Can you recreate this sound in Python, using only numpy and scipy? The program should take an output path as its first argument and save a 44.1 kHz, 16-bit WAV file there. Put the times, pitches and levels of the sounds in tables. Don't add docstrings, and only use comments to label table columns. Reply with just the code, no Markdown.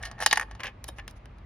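import sys
import numpy as np
from scipy import signal
from scipy.fft import rfft, irfft, next_fast_len
from scipy.io import wavfile
from scipy.ndimage import uniform_filter1d

SR = 44100
rng = np.random.default_rng(int(sys.argv[2]) if len(sys.argv) > 2 else 0)


def unload_wav(signal):
    wavfile.write(
        sys.argv[1],
        SR,
        np.round(np.clip(np.atleast_2d(signal).T, -1, 1) * 32767).astype(np.int16),
    )


N = 63945

# (frequency [Hz], level [dB per third octave], t60 [s])
FLAP_SNAP = [(150, -45, 0.044), (346, -22.5, 0.017), (830, -17, 0.051), (2000, -11, 0.016),
             (4000, -15, 0.032), (6170, -10.5, 0.0059), (8150, -9, 0.016), (9400, -7.5, 0.0046),
             (12900, -12.5, 0.0058), (14500, -25, 0.013), (16500, -17, .012)]
ATTACK_S, NAIL_ATTACK_S, RING_S = 0.00087, 0.00026, 0.15


def undb(db):
    return 10 ** (np.asarray(db) / 20)


def unit(x):
    return x / np.sqrt(np.sum(x ** 2) + 1e-20)


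def along(hz, points, column=1):
    table = np.array(points, float)
    return np.interp(np.log(np.maximum(hz, 1)), np.log(table[:, 0]), table[:, column])


def shape(x, gain):
    size = next_fast_len(2 * x.shape[-1])
    spectrum = rfft(x, size) * gain(np.fft.rfftfreq(size, 1 / SR))
    return irfft(spectrum, size)[..., :x.shape[-1]]


def eq(x, curve):
    return shape(x, lambda f: undb(along(f, curve)))


def coloured_noise(curve):
    return unit(eq(rng.standard_normal(N), curve)) * np.sqrt(N)


def dying_bands(bands, t, tone):
    out = 0
    for hz in 125 * 2 ** (np.arange(22) / 3):
        noise = rng.standard_normal(2 * len(t))
        band = shape(noise, lambda f: 1 / (1 + (np.log2((f + 1) / hz) * 6) ** 8))[-len(t):]
        fade = np.exp(-np.log(1000) * t / along(hz, bands, column=2))
        out = out + unit(band * fade) * undb(along(hz, bands) + along(hz, tone))
    return out


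def ring(modes, overtones, tone, attack_s):
    # (frequency [Hz], side against mid [dB])
    width = [(150, -21.5), (400, -21.5), (1800, -16.5), (4000, -9.5), (7000, -15.5), (12000, -14.5)]
    detune, scatter_db = 0.0077, 1.5
    t = np.arange(int(RING_S * SR)) / SR
    mid = dying_bands(overtones, t, tone)
    for hz, db, t60 in modes:
        pitch, strength = rng.standard_normal(2)
        wave = np.sin(2 * np.pi * hz * (1 + detune * pitch) * t) * np.exp(-np.log(1000) * t / t60)
        mid = mid + unit(wave) * undb(db + scatter_db * strength + along(hz, tone))
    side = eq(dying_bands(overtones, t, tone), width)
    return np.array([mid + side, mid - side]) * np.minimum(t / attack_s, 1)


def strikes(hits, modes, overtones, attack_s):
    tone_hz = [850, 1800, 4000, 6200, 10000]
    out = np.zeros((2, N))
    for start, db, bass, presence, treble in hits:
        tone = list(zip(tone_hz, [bass, 0, presence, (presence + treble) / 2, treble]))
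        hit = ring(modes, overtones, tone, attack_s) * undb(db) * np.sqrt(.008 * SR)
        i = int(start * SR)
        out[:, i:i + hit.shape[-1]] += hit[:, :N - i]
    return out


def rolling(envelope, modes, overtones, tone):
    taps_per_s, scatter_db, crossover_hz = 900, 5, 2600
    t = np.arange(N) / SR
    times, level_db, bright_db = np.array(envelope).T
    taps = (rng.random(N) < taps_per_s / SR) * rng.choice([-1, 1], N)
    taps = taps * undb(scatter_db * rng.standard_normal(N))
    running_rms = np.sqrt(uniform_filter1d(taps ** 2, size=600).clip(1e-6))
    taps = taps / running_rms * undb(np.interp(t, times, level_db)) * (t < times[-1])
    roll = signal.fftconvolve(taps[None], ring(modes, overtones, tone, ATTACK_S))[:, :N]
    body = shape(roll, lambda f: 1 / (1 + (f / crossover_hz) ** 4))
    return body + (roll - body) * undb(np.interp(t, times, bright_db))


def room_tone():
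    # (frequency [Hz], relative level [dB])
    rumble_colour = [(15, -38.5), (25, -7), (38, 0.5), (54, 2), (81, -6), (113, -5), (151, -15.5),
                     (189, -16), (250, -21), (320, -48.5), (550, -120)]
    # (time [s], gain [dB])
    swells = [(0, 3), (0.249, -1.5), (.47, -3), (.6, 0.5), (.74, -4.5), (.88, -1), (1.06, -1), (1.2, -0.5),
              (1.45, 0.5)]
    # (frequency [Hz], relative level [dB])
    hiss_colour = [(120, -36), (200, -3.5), (334, -9.5), (482, -11.5), (1040, -15.5), (1120, -15.5),
                   (1270, -15.5), (1370, -19), (2170, -20), (16000, -67.5)]
    # (frequency [Hz], side against mid [dB])
    hiss_width = [(150, -21.5), (300, -13), (600, -4), (1100, 1), (1800, -10), (2800, -2.5), (5000, -2)]
    rumble_db, hiss_db = -45, -57.5
    side = eq(coloured_noise(hiss_colour), hiss_width) * np.array([[1], [-1]])
    swell_db = np.interp(np.arange(N) / SR, *np.array(swells).T)
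    rumble = undb(rumble_db + swell_db) * coloured_noise(rumble_colour)
    return rumble + undb(hiss_db) * (coloured_noise(hiss_colour) + side)


def ball_in_funnel():
    # (time [s], level [dB], bass [dB], presence [dB], treble [dB])
    knocks = [(.0275, -48, 4, 13, 14.5), (.0343, -33.5, -8.5, -4.5, -9), (.0523, -40.5, -7.5, 7.5, 11),
              (.1132, -47, 12.5, 7, 8), (.1825, -45.5, 5.5, -9, -13), (.1897, -49, 8, 3.5, -3),
              (.2028, -29.5, 1, -12, 0), (.2235, -34, 0, -12, 11), (.2315, -30, -4, -7.5, 4),
              (.2615, -17.5, 3, 9, 13), (.2712, -33.5, -4, 12.5, 8), (.3109, -27.5, -1, 16.5, -1),
              (.3277, -12.5, 1, -2, 3.5), (.3568, -33.5, -0.5, 9.5, 2), (.3728, -18, -0.5, -8.5, 0.5),
              (.3964, -23.5, -4.5, -11.5, 0), (.4110, -27.5, -0.5, -11, -2.5), (.4207, -31.5, -1, -10, -9),
              (.4280, -34.5, -0.5, -7, -8), (.4335, -54.5, 12, -17, 6), (.4835, -53, 6, -19, -14),
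              (.5115, -46.5, 8.5, 4, 0), (.5502, -51, 9.5, 4, 1.5)]
    # (frequency [Hz], level [dB], t60 [s])
    modes = [(865.6, -10.5, 0.041), (1106, -12, 0.032), (1513, -29, .035), (1542, -25, 0.06),
             (1715, -13.5, 0.048), (1788, -13.5, 0.039), (1831.4, -5.5, 0.03), (2177, -10.5, 0.014),
             (2926, -15.5, 0.047), (3660, -21.5, .028), (4364, -22.5, 0.023), (4620, -23, 0.065),
             (4760, -29.5, 0.14), (5314, -30.5, 0.068), (6190, -19.5, .035), (9476, -28.5, .015)]
    # (frequency [Hz], level [dB per third octave], t60 [s])
    overtones = [(150, -49, 0.15), (363, -34.5, 0.1), (600, -22, 0.04), (850, -19, 0.052),
                 (1160, -14.5, 0.024), (1900, -14.5, 0.033), (3500, -16.5, 0.027), (6200, -14.5, 0.03),
                 (7940, -15, 0.02), (9950, -21.5, 0.023), (12500, -27, 0.026), (14600, -30, 0.013),
                 (16500, -33, .015)]
    # (time [s], level [dB], brightness [dB])
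    roll = [(0, -49, -12.5), (0.059, -44.5, 9.5), (0.079, -44.5, 1.5), (.10, -49, -14), (.13, -50.5, -30),
            (.17, -56.5, -23), (.198, -44, -21), (0.206, -33, 3.5), (0.23, -30, 5.5), (.246, -56.5, 13),
            (.42, -55.5, 6), (.455, -72, -28), (.52, -52, -10), (.58, -63, -19.5)]
    # (frequency [Hz], gain [dB])
    roll_tone = [(350, -5), (640, 12), (900, -0.5), (1800, -1.5), (4000, 0.5), (6200, -0.5), (7800, -6),
                 (10500, 2), (12500, -1.5), (14500, -15.5)]
    return strikes(knocks, modes, overtones, ATTACK_S) + rolling(roll, modes, overtones, roll_tone)


def ball_in_chute():
    # (time [s], level [dB], bass [dB], presence [dB], treble [dB])
    knocks = [(.5960, -44.5, 2, -3, -3), (.6040, -37, 2.5, 2, 2), (.6080, -61, -2, -8, -4),
              (.6336, -31, -7.5, 2, 1), (.6425, -35.5, 6.5, -19, 5), (.6478, -36.5, -1, -4, -10),
              (.6525, -40, 6.5, 2, -4), (.6568, -40, 10, 9.5, 2), (.6685, -35.5, -11, 4.5, -0.5),
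              (.6765, -40, -28, 4.5, -8), (.9843, -41, 3.5, -4, 5), (.9905, -40, 1, -13, -10),
              (.9960, -45, 2.5, 5, -3)]
    # (frequency [Hz], level [dB], t60 [s])
    modes = [(590, -17, .04), (814, -14.5, 0.056), (1051, -11, 0.11), (1682, -8.5, 0.036),
             (1745, -10, 0.12), (1847, -11, 0.082), (1990, -17, 0.045), (2220, -16, .04),
             (2475, -18, 0.043), (2880, -7, 0.013)]
    # (frequency [Hz], level [dB per third octave], t60 [s])
    overtones = [(300, -35, .04), (900, -21, 0.013), (2400, -4.5, 0.045), (3400, -16, 0.043),
                 (4250, -18, 0.021), (6000, -16.5, .025), (10000, -27, 0.034), (16100, -30.5, 0.03)]
    # (time [s], level [dB], brightness [dB])
    roll = [(.585, -69, 4), (.602, -40, -3), (.625, -50.5, -9), (.642, -48, 5), (.675, -39, -4),
            (.695, -49.5, -1), (.725, -76, -15)]
    # (frequency [Hz], gain [dB])
    roll_tone = [(600, 7), (1100, 0.5), (1800, -8.5), (3200, 0), (10000, -3.5)]
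    return strikes(knocks, modes, overtones, ATTACK_S) + rolling(roll, modes, overtones, roll_tone)


def nail_clicks():
    # (time [s], level [dB], bass [dB], presence [dB], treble [dB])
    clicks = [(.8417, -43, 4.5, 6.5, 6), (.8805, -57, 6, 11, 14), (.8876, -45, 6, -2, 8),
              (.8992, -64.5, 14, 8, 10), (1.0788, -38, -2.5, 2.5, -0.5), (1.1103, -54, 0, 0, 5),
              (1.2568, -47.5, -1.5, -5, -10), (1.3845, -61.5, 12, 3.5, -8)]
    return strikes(clicks, [], FLAP_SNAP, NAIL_ATTACK_S)


def skin_rubs():
    # (time [s], length [s], level [dB])
    rubs = [(0.862, 0.046, -54.5), (.957, 0.043, -60.5), (1.083, 0.029, -56.5), (1.153, 0.034, -62.5)]
    # (frequency [Hz], relative level [dB])
    colour = [(300, 0), (1500, 5), (4000, -1.5), (6500, 0), (8000, -17), (10500, -1.5), (13000, -23),
              (16000, -23)]
    t = np.arange(N) / SR
    swell = sum(undb(db) * np.sin(np.pi * np.clip((t - start) / length, 0, 1))
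                for start, length, db in rubs)
    ticks = rng.standard_normal((2, N)) * undb(2.9 * rng.standard_normal(N))
    return unit(eq(ticks, colour)) * np.sqrt(2 * N) * swell


def flap_pushes():
    # (time [s], level [dB], bass [dB], presence [dB], treble [dB])
    pushes = [(.8832, -47.5, 6, 2, 6), (.8878, -45.5, 9, -0.5, 0)]
    # (frequency [Hz], level [dB], t60 [s])
    modes = [(328, -11, 0.049), (550, -8.5, 0.081), (750, -6.5, 0.063), (1143, -9.5, 0.037),
             (1710, -5.5, 0.043), (3160, -4, 0.028), (3764, -2.5, 0.031), (5250, -8.5, .035)]
    return strikes(pushes, modes, FLAP_SNAP, ATTACK_S)


def at_ports(x):
    # (frequency [Hz], phase [rad])
    lead = [(60, 1), (200, 0.4), (400, 0.5), (750, 0.32), (1200, 0.67), (1800, 0), (2400, 1.06),
            (2950, 0.95), (3600, 0.53), (4500, 1.9), (5300, 0.76), (6500, 2), (7800, 3), (9200, 4.5),
            (10400, 6), (11600, 5.5), (13000, 8.5), (14200, 10), (15700, 10)]
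    return shape(x, lambda f: np.exp(.5j * along(f, lead) * np.array([[1], [-1]])))


def room_tail(x):
    # (frequency [Hz], level before the tilt [dB per third octave], t60 [s])
    bands = [(199, -16.5, 0.26), (900, -18, 0.34), (1960, -18.5, 0.19), (4700, -7, 0.092),
             (8000, -28.5, .17), (11000, -14.5, 0.19), (14000, -21.5, .15)]
    white_tilt = [(125, -28.8), (16000, -7.7)]  # (frequency [Hz], gain [dB])
    length_s, onset_s = .4, .005
    t = np.arange(int(length_s * SR)) / SR
    tails = np.array([dying_bands(bands, t, white_tilt) for _ in range(2)]) * np.minimum(t / onset_s, 1)
    return signal.fftconvolve(x.mean(axis=0)[None], tails)[:, :N]


def scene():
    toy = ball_in_funnel() + ball_in_chute() + flap_pushes() + nail_clicks() + skin_rubs()
    return at_ports(toy) + room_tail(toy) + room_tone()


def record(dry):
    # (frequency [Hz], gain [dB])
    treble_colour = [(6000, 0), (7000, -1.5), (8000, -5.5), (9400, 3), (11000, -1), (12500, -1.5),
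                     (14000, -3.5), (15600, 3.5), (16100, -2)]
    low_cut_hz, high_cut_hz = 38, 16300
    x = eq(dry, treble_colour)
    x = signal.sosfilt(signal.butter(8, low_cut_hz, "high", fs=SR, output="sos"), x)
    return signal.sosfilt(signal.ellip(8, .2, 80, high_cut_hz, fs=SR, output="sos"), x)


dry = scene()
out = record(dry)
unload_wav(out)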